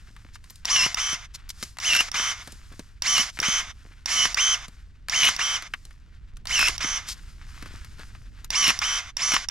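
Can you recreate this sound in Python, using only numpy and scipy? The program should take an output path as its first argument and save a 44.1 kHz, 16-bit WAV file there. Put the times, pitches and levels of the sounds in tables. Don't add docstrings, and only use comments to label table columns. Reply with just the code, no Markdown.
import sys
import numpy as np
from scipy import signal
from scipy.fft import rfft, irfft, next_fast_len
from scipy.io import wavfile
from scipy.ndimage import map_coordinates

SR = 44100
rng = np.random.default_rng(int(sys.argv[2]) if len(sys.argv) > 2 else 0)


def store_pcm(level_fs):
    pcm = np.round(np.clip(level_fs, -1, 1) * 32767).astype(np.int16)
    wavfile.write(sys.argv[1], SR, np.atleast_2d(pcm).T)


N = 418950
T = np.arange(N) / SR
OPPOSITE = np.array([[1], [-1]])


def from_db(db):
    return 10 ** (np.asarray(db) / 20)


def rms_one(x):
    return x / np.sqrt(np.mean(x ** 2) + 1e-20)


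def at_hz(points, hz):
    freq, value = np.transpose(points)
    return np.interp(np.log(np.maximum(hz, 1)), np.log(freq), value)


def colour(x, spectrum, size=4096):
    hz = np.arange(size // 2 + 1) * SR / size
    cepstrum = irfft(np.log(from_db(at_hz(spectrum, hz))))
    response = irfft(np.exp(rfft(2 * cepstrum[:size // 2], size)))
    return signal.fftconvolve(x, response / np.linalg.norm(response))[:len(x)]


def drift(rate, t):
    steps = (t - t[0]) * rate
    values = rng.standard_normal(int(steps[-1]) + 2)
    return map_coordinates(values, [steps], order=2, mode="nearest")


def grains(per_s, spread_db, count):
    sizes = from_db(spread_db * np.minimum(rng.exponential(1, count), 4)) * rng.choice([-1, 1], count)
    return rms_one(sizes * (rng.random(count) < per_s / SR))


def swell(middle, half):
    return np.exp(-np.minimum(((T - middle) / half) ** 2, 50))


def panned(pan_db):
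    return from_db(OPPOSITE * pan_db / 2)


def add(out, start, sound):
    i = max(round(start * SR), 0)
    out[..., i:i + sound.shape[-1]] += sound[..., :N - i]


# f/Hz, level/dB
BREEZE_SPECTRUM = [(15, -5.5), (28, 2), (70, -5), (100, -10), (150, -19.5), (230, -26.5), (400, -38),
                   (900, -51), (3000, -77.5)]
# middle t/s, half length t/s, level/dB
GUSTS = [(6.654, 0.4, -40), (7.847, 1, -42)]
BREEZE_DB = -46.5


def breeze(apart=.25):
    shared, own = (colour(rng.standard_normal(N), BREEZE_SPECTRUM, size=16384) for _ in range(2))
    gust_power = sum((from_db(db) * swell(s, half)) ** 2 for s, half, db in GUSTS)
    power = from_db(BREEZE_DB) ** 2 + gust_power
    return np.sqrt(power) * (shared + apart * own * OPPOSITE)


# middle t/s, half length t/s, rustle level/dB, hiss level/dB
RUBS = [(0.036, 0.38, -65.5, -62.5), (.52, 0.089, -66.5, -56.5), (1.383, 0.13, -62.5, -77),
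        (1.636, 0.087, -59, -46), (2.477, 0.113, -55.5, -50), (2.722, 0.18, -64, -56),
        (3.836, 0.21, -62.5, -62.5), (4.693, 0.14, -63.5, -60), (5.804, 0.14, -67, -59.5),
        (6.098, .2, -72, -80), (7.168, 0.2, -59.5, -54.5), (7.655, 0.24, -54, -53.5),
        (7.985, 0.31, -61, -57.5), (8.028, 0.038, -52, -58.5), (8.407, 0.061, -59, -64.5)]
STILL_RUSTLE_DB, STILL_HISS_DB = -72, -79


def rubbing():
    rustle, hiss = from_db(STILL_RUSTLE_DB) ** 2, from_db(STILL_HISS_DB) ** 2
    for s, half, rustle_db, hiss_db in RUBS:
        move = swell(s, half)
        rustle = rustle + (from_db(rustle_db) * move) ** 2
        hiss = hiss + (from_db(hiss_db) * move) ** 2
    return 10 * np.log10(rustle), 10 * np.log10(hiss)


# f/Hz, level/dB
RUSTLE_SPECTRUM = [(150, -12.5), (500, -16.5), (900, -7), (1500, 2), (2500, -2.5), (4500, -7),
                   (8000, -18.5), (16000, -41)]
# f/Hz, level/dB
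HISS_SPECTRUM = [(2000, -13), (5000, 7), (7500, 2), (10000, -3.5), (12500, -9.5), (16000, -27)]


def sleeve(rustle, hiss, rustle_db=3.0, hiss_db=-6.5):
    rustle_gain = from_db(rustle + rustle_db + 2.6 * drift(45, T))
    cloth = rustle_gain * colour(grains(9000, 2.7, N), RUSTLE_SPECTRUM)
    left, right, shared = [colour(grains(12000, 2.5, N), HISS_SPECTRUM) for _ in range(3)]
    hiss_gain = from_db(hiss + hiss_db + 1.5 * drift(40, T))
    return cloth + hiss_gain * (1.25 * shared + 0.49 * np.array([left, right]))


# middle t/s, half length t/s, level/dB
SCRAPES = [(0.35, 0.014, -49), (0.503, 0.004, -43), (1.352, 0.0095, -36.5), (1.493, 0.0027, -34),
           (1.505, 0.0066, -34), (1.636, 0.0026, -26), (1.637, .025, -43.5), (3.359, .035, -50),
           (7.092, .015, -31.5), (7.122, 0.018, -36.5)]
# f/Hz, level/dB
SCRAPE_SPECTRUM = [(150, -6), (500, -15), (1500, -2), (3000, 1), (5500, 8), (8000, -0.5), (12000, -10),
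                   (16000, -28.5)]


def scrapes():
    level = sum(from_db(db) * swell(s, half) for s, half, db in SCRAPES)
    return colour(level * grains(5000, 4.6, N), SCRAPE_SPECTRUM)


# f/Hz, level/dB
THUMP_SPECTRUM = [(60, -10), (130, -1.5), (200, -1), (300, -2.5), (450, -10), (700, -13), (2000, -37.5),
                  (16000, -77.5)]
# f/Hz, level/dB
KNOCK_SPECTRUM = [(200, -32.5), (600, -9.5), (1200, 7), (2200, 5), (3500, -4.5), (7000, -23),
                  (16000, -58.5)]
# f/Hz, level/dB
SNAP_SPECTRUM = [(500, -32.5), (2500, -5), (4000, 8.5), (6500, 4), (9000, 1.5), (12000, -5.5),
                 (16000, -21.5)]


def blows(table, decay, level_db):
    thumps, knocks, snaps = np.zeros((3, N))
    t = np.arange(SR // 10) / SR
    for s, thump_db, knock_db, snap_db in table:
        parts = ((thumps, thump_db, 1.41 * decay), (knocks, knock_db, decay), (snaps, snap_db, 0.6 * decay))
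        for out, db, length in parts:
            fading_db = db + level_db - 6.57 * t / max(length, .0005)
            add(out, s, from_db(fading_db) * rng.standard_normal(len(t)))
    return colour(thumps, THUMP_SPECTRUM) + colour(knocks, KNOCK_SPECTRUM) + colour(snaps, SNAP_SPECTRUM)


def crackle(rustle, per_s=45, level_db=-4, bump_db=-3):
    ticks = colour(grains(per_s, 2.6, N), KNOCK_SPECTRUM)
    ticks = ticks + .5 * colour(grains(per_s, 3.0, N), SCRAPE_SPECTRUM)
    bumps = from_db(bump_db) * colour(grains(per_s / 2, 3.6, N), THUMP_SPECTRUM)
    return from_db(rustle + level_db + 4.2 * drift(26, T)) * (ticks + bumps)


# t/s, thump level/dB, knock level/dB, snap level/dB
KNOCKS = [(0.164, -68, -44, -52), (0.357, -68, -41.5, -53), (0.441, -70, -50, -47.5),
          (0.505, -59, -48, -50), (0.557, -70, -67, -42.5), (1.13, -36.5, -36.5, -44),
          (1.627, -36.5, -33.5, -26), (2.083, -66, -34, -55), (2.196, -41, -23.5, -36),
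          (2.474, -36.5, -39.5, -35.5), (2.521, -58, -57, -37.5), (2.724, -53, -48.5, -47.5),
          (2.794, -34.5, -40, -37), (3.372, -63, -34.5, -47), (3.389, -35.5, -26.5, -33),
          (3.417, -37, -46, -34), (3.484, -30.5, -50, -29), (4.682, -45.5, -49, -41),
          (5.623, -53, -36, -36.5), (5.737, -52, -23, -37), (5.852, -54, -60, -42.5),
          (5.908, -73.5, -47, -60), (6.369, -67, -51.5, -46), (6.844, -32.5, -27, -59),
          (7.625, -41, -38, -43), (7.659, -44, -41, -49), (7.846, -65, -46, -42), (7.994, -43.5, -46, -46),
          (8.15, -66, -45.5, -58), (8.445, -68, -43, -37), (9.443, -61, -35, -57)]


def knocks():
    return blows(KNOCKS, decay=0.0039, level_db=2.0)


# t/s, level/dB
BLADE_TAPS = [(0.505, -40), (1.492, -33.5), (7.846, -47), (8.445, -38)]
# f/Hz, level/dB
STEEL_SPECTRUM = [(4000, -34), (8000, -2), (12500, 9), (16000, -5)]
TAP_DECAY_S = .0015


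def blade_taps():
    out, t = np.zeros(N), np.arange(SR // 20) / SR
    for s, db in BLADE_TAPS:
        add(out, s, from_db(db) * np.exp(-t / TAP_DECAY_S) * rng.standard_normal(len(t)))
    return colour(out, STEEL_SPECTRUM)


# t/s, level/dB
TRIGGER_CLICKS = [(0.649, -32.5), (1.77, -37.5), (1.786, -24), (5.085, -25), (6.455, -28)]


def trigger(thump_db=-38, snap_db=-4):
    rows = [(s, db + thump_db, db, db + snap_db) for s, db in TRIGGER_CLICKS]
    return blows(rows, decay=.002, level_db=1.0)


# t/s, thump level/dB, knock level/dB, snap level/dB
CRACKS = [(0.862, -35.5, -21.5, -31), (1.95, -42, -22, -23), (1.964, -49, -36, -21.5),
          (2.002, -53.5, -31, -33.5), (2.006, -35.5, -22.5, -22.5), (3.18, -46, -21.5, -21),
          (3.194, -40.5, -28, -33), (3.206, -38, -32, -27), (4.254, -36.5, -19, -27),
          (5.252, -59, -37.5, -19), (5.288, -41.5, -18, -22), (6.592, -44, -21.5, -22),
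          (6.614, -43, -24.5, -25), (6.627, -46, -19.5, -24), (6.675, -58, -23, -28),
          (6.684, -68, -24, -20.5), (6.693, -36, -30, -49), (8.679, -34.5, -23.5, -16.5),
          (8.703, -37.5, -17.5, -23), (9.319, -60, -23, -26), (9.337, -32.5, -23, -29),
          (9.343, -41, -20, -23), (9.364, -52, -13.5, -36)]


def cracks():
    return blows(CRACKS, decay=0.0028, level_db=4.5)


# f/Hz, level/dB, 60 dB decay t/s
CAN_MODES = [(2050, -38.5, 0.0067), (2720, -5.5, 0.0056), (3940, 1.5, .005), (4730, 7, 0.0081),
             (5650, 13.5, 0.0084), (9000, -3, 0.0027), (7960, -16.5, 0.0056), (11200, -32, .003)]


def start_tick(t, spacing=0.001087, count=4):
    ring = 0
    for hz, db, t60 in CAN_MODES:
        level_db = db + rng.normal(0, 3.7) - 60 * t / t60
        ring = ring + from_db(level_db) * np.sin(2 * np.pi * hz * t)
    heights = np.hanning(count + 2)[1:-1] ** 2 * rng.uniform(0.49, 1, count)
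    tick = sum(height * np.interp(t - k * spacing, t, ring, left=0) for k, height in enumerate(heights))
    return tick / np.abs(tick).max()


SPIN_UP_S, SPIN_UP_CURVE, TRAVEL_S, BRAKE_S, CREEP_SHARE = .069, 1.55, .192, .033, .25


def drive(progress):
    spin_up = np.sin(np.pi / 2 * np.minimum(progress / SPIN_UP_S, 1)) ** SPIN_UP_CURVE
    brake = 1 - np.exp(-(np.maximum(progress - TRAVEL_S, 0) / BRAKE_S) ** 2)
    return spin_up * (1 - (1 - CREEP_SHARE) * brake), brake


TAKE_UP_S, SURGE_S, STOP_DB_PER_S, WHINE_REST_DB = 0.0047, 0.024, 1405, -41.5


def loudness(progress, share, brake, slack_s, slack_db, surge_db, creep_db, braked_whine_db, stop_s):
    engaged = np.clip((progress - slack_s) / TAKE_UP_S, 0, 1)
    surge = surge_db * engaged * np.exp(-np.maximum(progress - slack_s, 0) / SURGE_S)
    onset = 20 * np.log10(np.minimum(progress / TAKE_UP_S, 1))
    running = onset - STOP_DB_PER_S * np.maximum(progress - stop_s, 0)
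    rattle_db = running + surge + slack_db * (1 - engaged) + creep_db * brake
    whine_db = running + surge + WHINE_REST_DB * (1 - share) ** 2 * (1 - brake) + braked_whine_db * brake
    return rattle_db, whine_db


# contact t/s, pressing t/s, held t/s, speed lost f/Hz,
# gear growl level/dB, gear squeal level/dB, fibre crunch level/dB
BITES = [(.728, .075, .028, 46, -28.5, -27, -26), (1.865, .055, 0.07, 43, -26, -32.5, -27),
         (3.143, 0.035, 0.0016, 30, -28.5, -33.5, -26.5), (4.143, 0.056, 0.036, 12, -23.5, -31.5, -34),
         (5.208, 0.024, 0.021, 19.7, -26, -38, -16), (6.536, .056, .073, 62, -28, -24, -28.5),
         (8.612, 0.057, 0.0087, 29, -31, -32, -18.5), (9.303, 0.042, 0.0059, 25, -32.5, -37, -29)]
BREAK_THROUGH_S = .046


def bite(start, t):
    contact, press, held, lost_hz, *levels_db = min(BITES, key=lambda row: abs(row[0] - start))
    corners = contact + np.cumsum([0, press, held, BREAK_THROUGH_S])
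    grip = np.interp(start + t, corners, [0, 1, 1, 0])
    since_release = start + t - contact - press - held
    recoil = np.maximum(1 - np.abs(since_release / BREAK_THROUGH_S - 1), 0)
    return lost_hz * grip, recoil, levels_db


# f/Hz, level/dB
HOUSING = [(300, -24), (1100, -2.5), (1700, 2), (2200, 5.5), (2450, -0.5), (2750, 1), (3100, 1.5),
           (3800, -4), (4400, -5), (4900, -0.5), (5300, 2), (5800, 3), (6400, 7.5), (12000, -5.5)]
CARRIER_SHARE = .1762


def whine(lines, speed, turns, rough, t):
    out = 0
    for multiple, db in lines:
        sway = 1 + 0.31 * np.sin(2 * np.pi * (CARRIER_SHARE * turns + rng.random()))
        phase = 2 * np.pi * (multiple * turns + rng.random()) + rough * drift(260, t)
        flutter = 1 + rough * drift(300.4, t)
        out = out + from_db(db + at_hz(HOUSING, multiple * speed)) * sway * flutter * np.sin(phase)
    return np.sqrt(2) * out


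# f/Hz, width f/Hz, level/dB
SHELL_MODES = [(703, 24, 4), (1105, 170, -11), (1450, 130, -11.5), (2106, 180, -1), (2880, 38, -15.5),
               (3010, 110, 0), (3476, 98, -4), (5080, 200, 0), (5910, 300, 0.5), (6200, 260, -12),
               (7080, 860, 1), (9700, 670, 1)]


def shell(x):
    modes = 0
    for hz, width, db in SHELL_MODES:
        modes = modes + from_db(db) * signal.lfilter(*signal.iirpeak(hz, hz / width, fs=SR), x)
    return 0.57 * (x + modes)


def rattle(turns, wear, spectrum, treble_db, repeat=.73, apart=.45):
    tooth = np.floor(turns * CARRIER_SHARE * len(wear)).astype(int)
    pattern = rms_one(wear[tooth % len(wear)] * (np.diff(tooth, prepend=0) > 0))
    impacts = repeat * pattern + np.sqrt(1 - repeat ** 2) * grains(9000, 2.2, len(turns))
    body = shell(colour(impacts, spectrum))
    side = apart * shell(colour(grains(8100, 2.0, len(turns)), spectrum)) * OPPOSITE
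    high_pass = signal.butter(1, 5000, "high", fs=SR, output="sos")
    treble = from_db(treble_db)
    return body + signal.sosfilt(high_pass, (treble - 1) * body + treble * side)


# multiple of motor speed, level/dB
MOTOR_LINES = [(3, -5.5), (6, -28), (9, -12.5), (12, -8), (15, 2), (18.65, -15), (24, -16), (27, -24)]
# f/Hz, level/dB
FIBRES = [(150, -4), (450, -15.5), (1000, -3.5), (2600, 12), (4000, 4.5), (5500, -7), (8000, -18),
          (9800, -7.5), (12000, -14.5), (16000, -30.5)]
FULL_SPEED_HZ = 388.8
RECOIL_ROUGHNESS, RECOIL_DB = .6, -3.5


def strokes(table, mesh, high_mesh, spectrum, rattle_db, whine_db, **envelope):
    out, t = np.zeros((2, N)), np.arange(SR // 3) / SR
    wear = rng.standard_normal(168)
    for start, gear_db, treble_db, mesh_db, motor_db, high_db, pan_db, tick_db in table:
        lost_hz, recoil, (growl_db, squeal_db, crunch_db) = bite(start, t)
        allowed = FULL_SPEED_HZ - lost_hz
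        progress = np.cumsum(allowed / FULL_SPEED_HZ) / SR
        share, brake = drive(progress)
        course_db, tone_db = loudness(progress, share, brake, **envelope)
        speed = share * allowed
        turns = np.cumsum(speed) / SR
        strain = np.tanh(lost_hz / FULL_SPEED_HZ / 0.041)
        rough = .2 + .16 * strain + RECOIL_ROUGHNESS * recoil + 1.1 * (1 - share)

        mesh_gain = np.hypot(from_db(mesh_db), from_db(growl_db) * strain)
        high_gain = np.hypot(from_db(high_db), from_db(squeal_db) * strain)
        tones = mesh_gain * whine(mesh, speed, turns, rough, t)
        tones = tones + from_db(motor_db - 2.0 * strain) * whine(MOTOR_LINES, speed, turns, .7 * rough, t)
        tones = tones + high_gain * whine(high_mesh, speed, turns, rough, t)
        tones = from_db(whine_db + tone_db + RECOIL_DB * recoil) * tones

        bright_db = treble_db - 9 * (1 - share) - 1.5 * strain
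        gear_gain = from_db(gear_db + rattle_db + course_db + 1.8 * strain)
        gears = gear_gain * rattle(turns, wear, spectrum, bright_db)

        clumps = grains(620, 4.4, len(t)) * from_db(5 * drift(110, t) - 4)
        crunch = from_db(crunch_db + course_db) * strain * colour(clumps, FIBRES)

        sound = tones + gears + crunch + from_db(tick_db) * start_tick(t)
        gap = min([row[0] - start for row in OPENINGS if row[0] > start] + [1])
        sound = sound * np.clip((gap + .004 - t) / .016, 0, 1)
        add(out, start, sound * panned(pan_db))
    return out


# start t/s, rattle level/dB, extra treble level/dB, mesh level/dB,
# motor whine level/dB, high mesh level/dB, left-right level/dB, start tick level/dB
OPENINGS = [(0.944, -30.5, 2.5, -34.5, -34.5, -31, -2.5, -7.5), (2.115, -28, 2, -35, -36, -34, -3, -15.5),
            (3.4, -26.5, 1.5, -31, -37, -25, -3.5, -8.5), (4.344, -27, 2, -25.5, -33, -21, -4, -8),
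            (5.363, -28, 0.5, -30.5, -35, -55, -4, -13), (6.779, -30.5, -0.5, -39, -37, -29, -4.5, -14.5),
            (8.789, -28, 0.5, -32.5, -34.5, -36, -3.5, -10),
            (9.486, -25.5, -3.6, -32.3, -36, -39.1, -5.5, -10.5)]
# multiple of motor speed, level/dB
OPEN_MESH = [(5.67, -28), (7.878, -1.5), (8.229, -3)]
OPEN_HIGH_MESH = [(15.94, -11.5), (16.293, -16.5), (16.52, -22)]
# f/Hz, level/dB
OPEN_RATTLE = [(120, -9), (450, -13), (750, -4), (1200, 6.5), (2400, 5.5), (2900, 1.5), (3600, 5.5),
               (4100, -3), (6200, 2.5), (7100, -10.5), (8200, -10.5), (9800, -18.5), (12000, -20.5),
               (16000, -38.5)]


def openings():
    return strokes(OPENINGS, OPEN_MESH, OPEN_HIGH_MESH, OPEN_RATTLE, rattle_db=0.0, whine_db=-2.0,
                   slack_s=0.024, slack_db=-7.5, surge_db=6.5, creep_db=-9.5,
                   braked_whine_db=-32, stop_s=0.3133)


def reversals(delay_s=.028, thump_db=-26, knock_db=1, snap_db=-14):
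    rows = [(start + delay_s, gear_db + thump_db, gear_db + knock_db, gear_db + snap_db)
            for start, gear_db, *rest in OPENINGS if start + delay_s < N / SR]
    return blows(rows, decay=.006, level_db=-2)


# start t/s, rattle level/dB, extra treble level/dB, mesh level/dB,
# motor whine level/dB, high mesh level/dB, left-right level/dB, start tick level/dB
CLOSINGS = [(0.653, -29.5, -2, -35, -26, -27.5, -1.5, -7.5),
            (1.8, -31.5, 2.7, -32.5, -44.5, -29, -2.5, -19), (3.021, -29, 1, -32.5, -27.5, -31, -4, -7),
            (4.058, -29, 0.5, -37.5, -31.5, -35, -5, -9.5), (5.096, -27, -4, -29, -36.5, -29.5, -3, -9),
            (6.47, -31.5, 2.5, -32.5, -52, -40, -4, -15), (8.504, -29, -4, -33.5, -26, -32, -4, -8),
            (9.168, -30, -6, -43, -29, -32.5, -3.5, -10.5)]
# multiple of motor speed, level/dB
CLOSE_MESH = [(1.84, -14), (4.6, -16), (5.24, -16), (8.7, -15), (7.65, -8.5), (17, -14), (7.876, 3),
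              (8.228, -2)]
CLOSE_HIGH_MESH = [(15.94, -7), (16.293, -5.5)]
# f/Hz, level/dB
CLOSE_RATTLE = [(120, -8.5), (450, -16), (750, -6), (1150, 0), (2200, 3.5), (2850, 0.5), (3500, 0.5),
                (4200, 1), (5800, 1.5), (7000, -4.5), (8200, -10.5), (9800, -13.5), (12000, -19.5),
                (16000, -35)]


def closings():
    return strokes(CLOSINGS, CLOSE_MESH, CLOSE_HIGH_MESH, CLOSE_RATTLE, rattle_db=3.0, whine_db=-2.5,
                   slack_s=.021, slack_db=-4.0, surge_db=-1.0, creep_db=-5.0,
                   braked_whine_db=-54.5, stop_s=0.2748)


def ground(x, level_db=-8, t60=0.04):
    t = np.arange(SR // 4) / SR
    scatter = signal.lfilter([1, -.55], [1], rng.standard_normal((2, len(t))))
    scatter = scatter * from_db(-60 * t / t60) * (t > .001)
    scatter /= np.linalg.norm(scatter, axis=1, keepdims=True)
    return x + from_db(level_db) * signal.fftconvolve(x, scatter, axes=1)[:, :N]


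def scene():
    rustle, hiss = rubbing()
    air = breeze() * panned(-1.5)
    handling = (sleeve(rustle, hiss) + crackle(rustle)) * panned(-0.5)
    contacts = cracks() + knocks() + scrapes() + blade_taps()
    shears = closings() + openings() + trigger() + reversals()
    return ground(shears + contacts) + handling + air


# f/Hz, left-right level/dB
MIC_BALANCE = [(60, 0.9), (300, 0), (700, 3.5), (1400, 3), (2800, 2.5), (5800, 0.5), (9500, 3), (13000, 8)]
# f/Hz, lead of the left/rad
MIC_PHASE = [(150, 0.31), (700, -.3), (1400, -.7), (2800, -0.81), (5800, -0.91), (13000, -0.4)]
CUTOFF_HZ, PEAK_LIMIT = 15900, .6


def record(dry):
    size = next_fast_len(N + SR // 10)
    hz = np.arange(size // 2 + 1) * SR / size
    half = .5 * OPPOSITE
    ports = from_db(half * at_hz(MIC_BALANCE, hz)) * np.exp(1j * half * at_hz(MIC_PHASE, hz))
    heard = irfft(rfft(dry, size) * ports, size)[:, :N]
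    heard = PEAK_LIMIT * np.tanh(heard / PEAK_LIMIT)
    low_pass = signal.ellip(10, .1, 80, CUTOFF_HZ, fs=SR, output="sos")
    return signal.sosfilt(low_pass, heard)


dry = scene()
out = record(dry)
store_pcm(out)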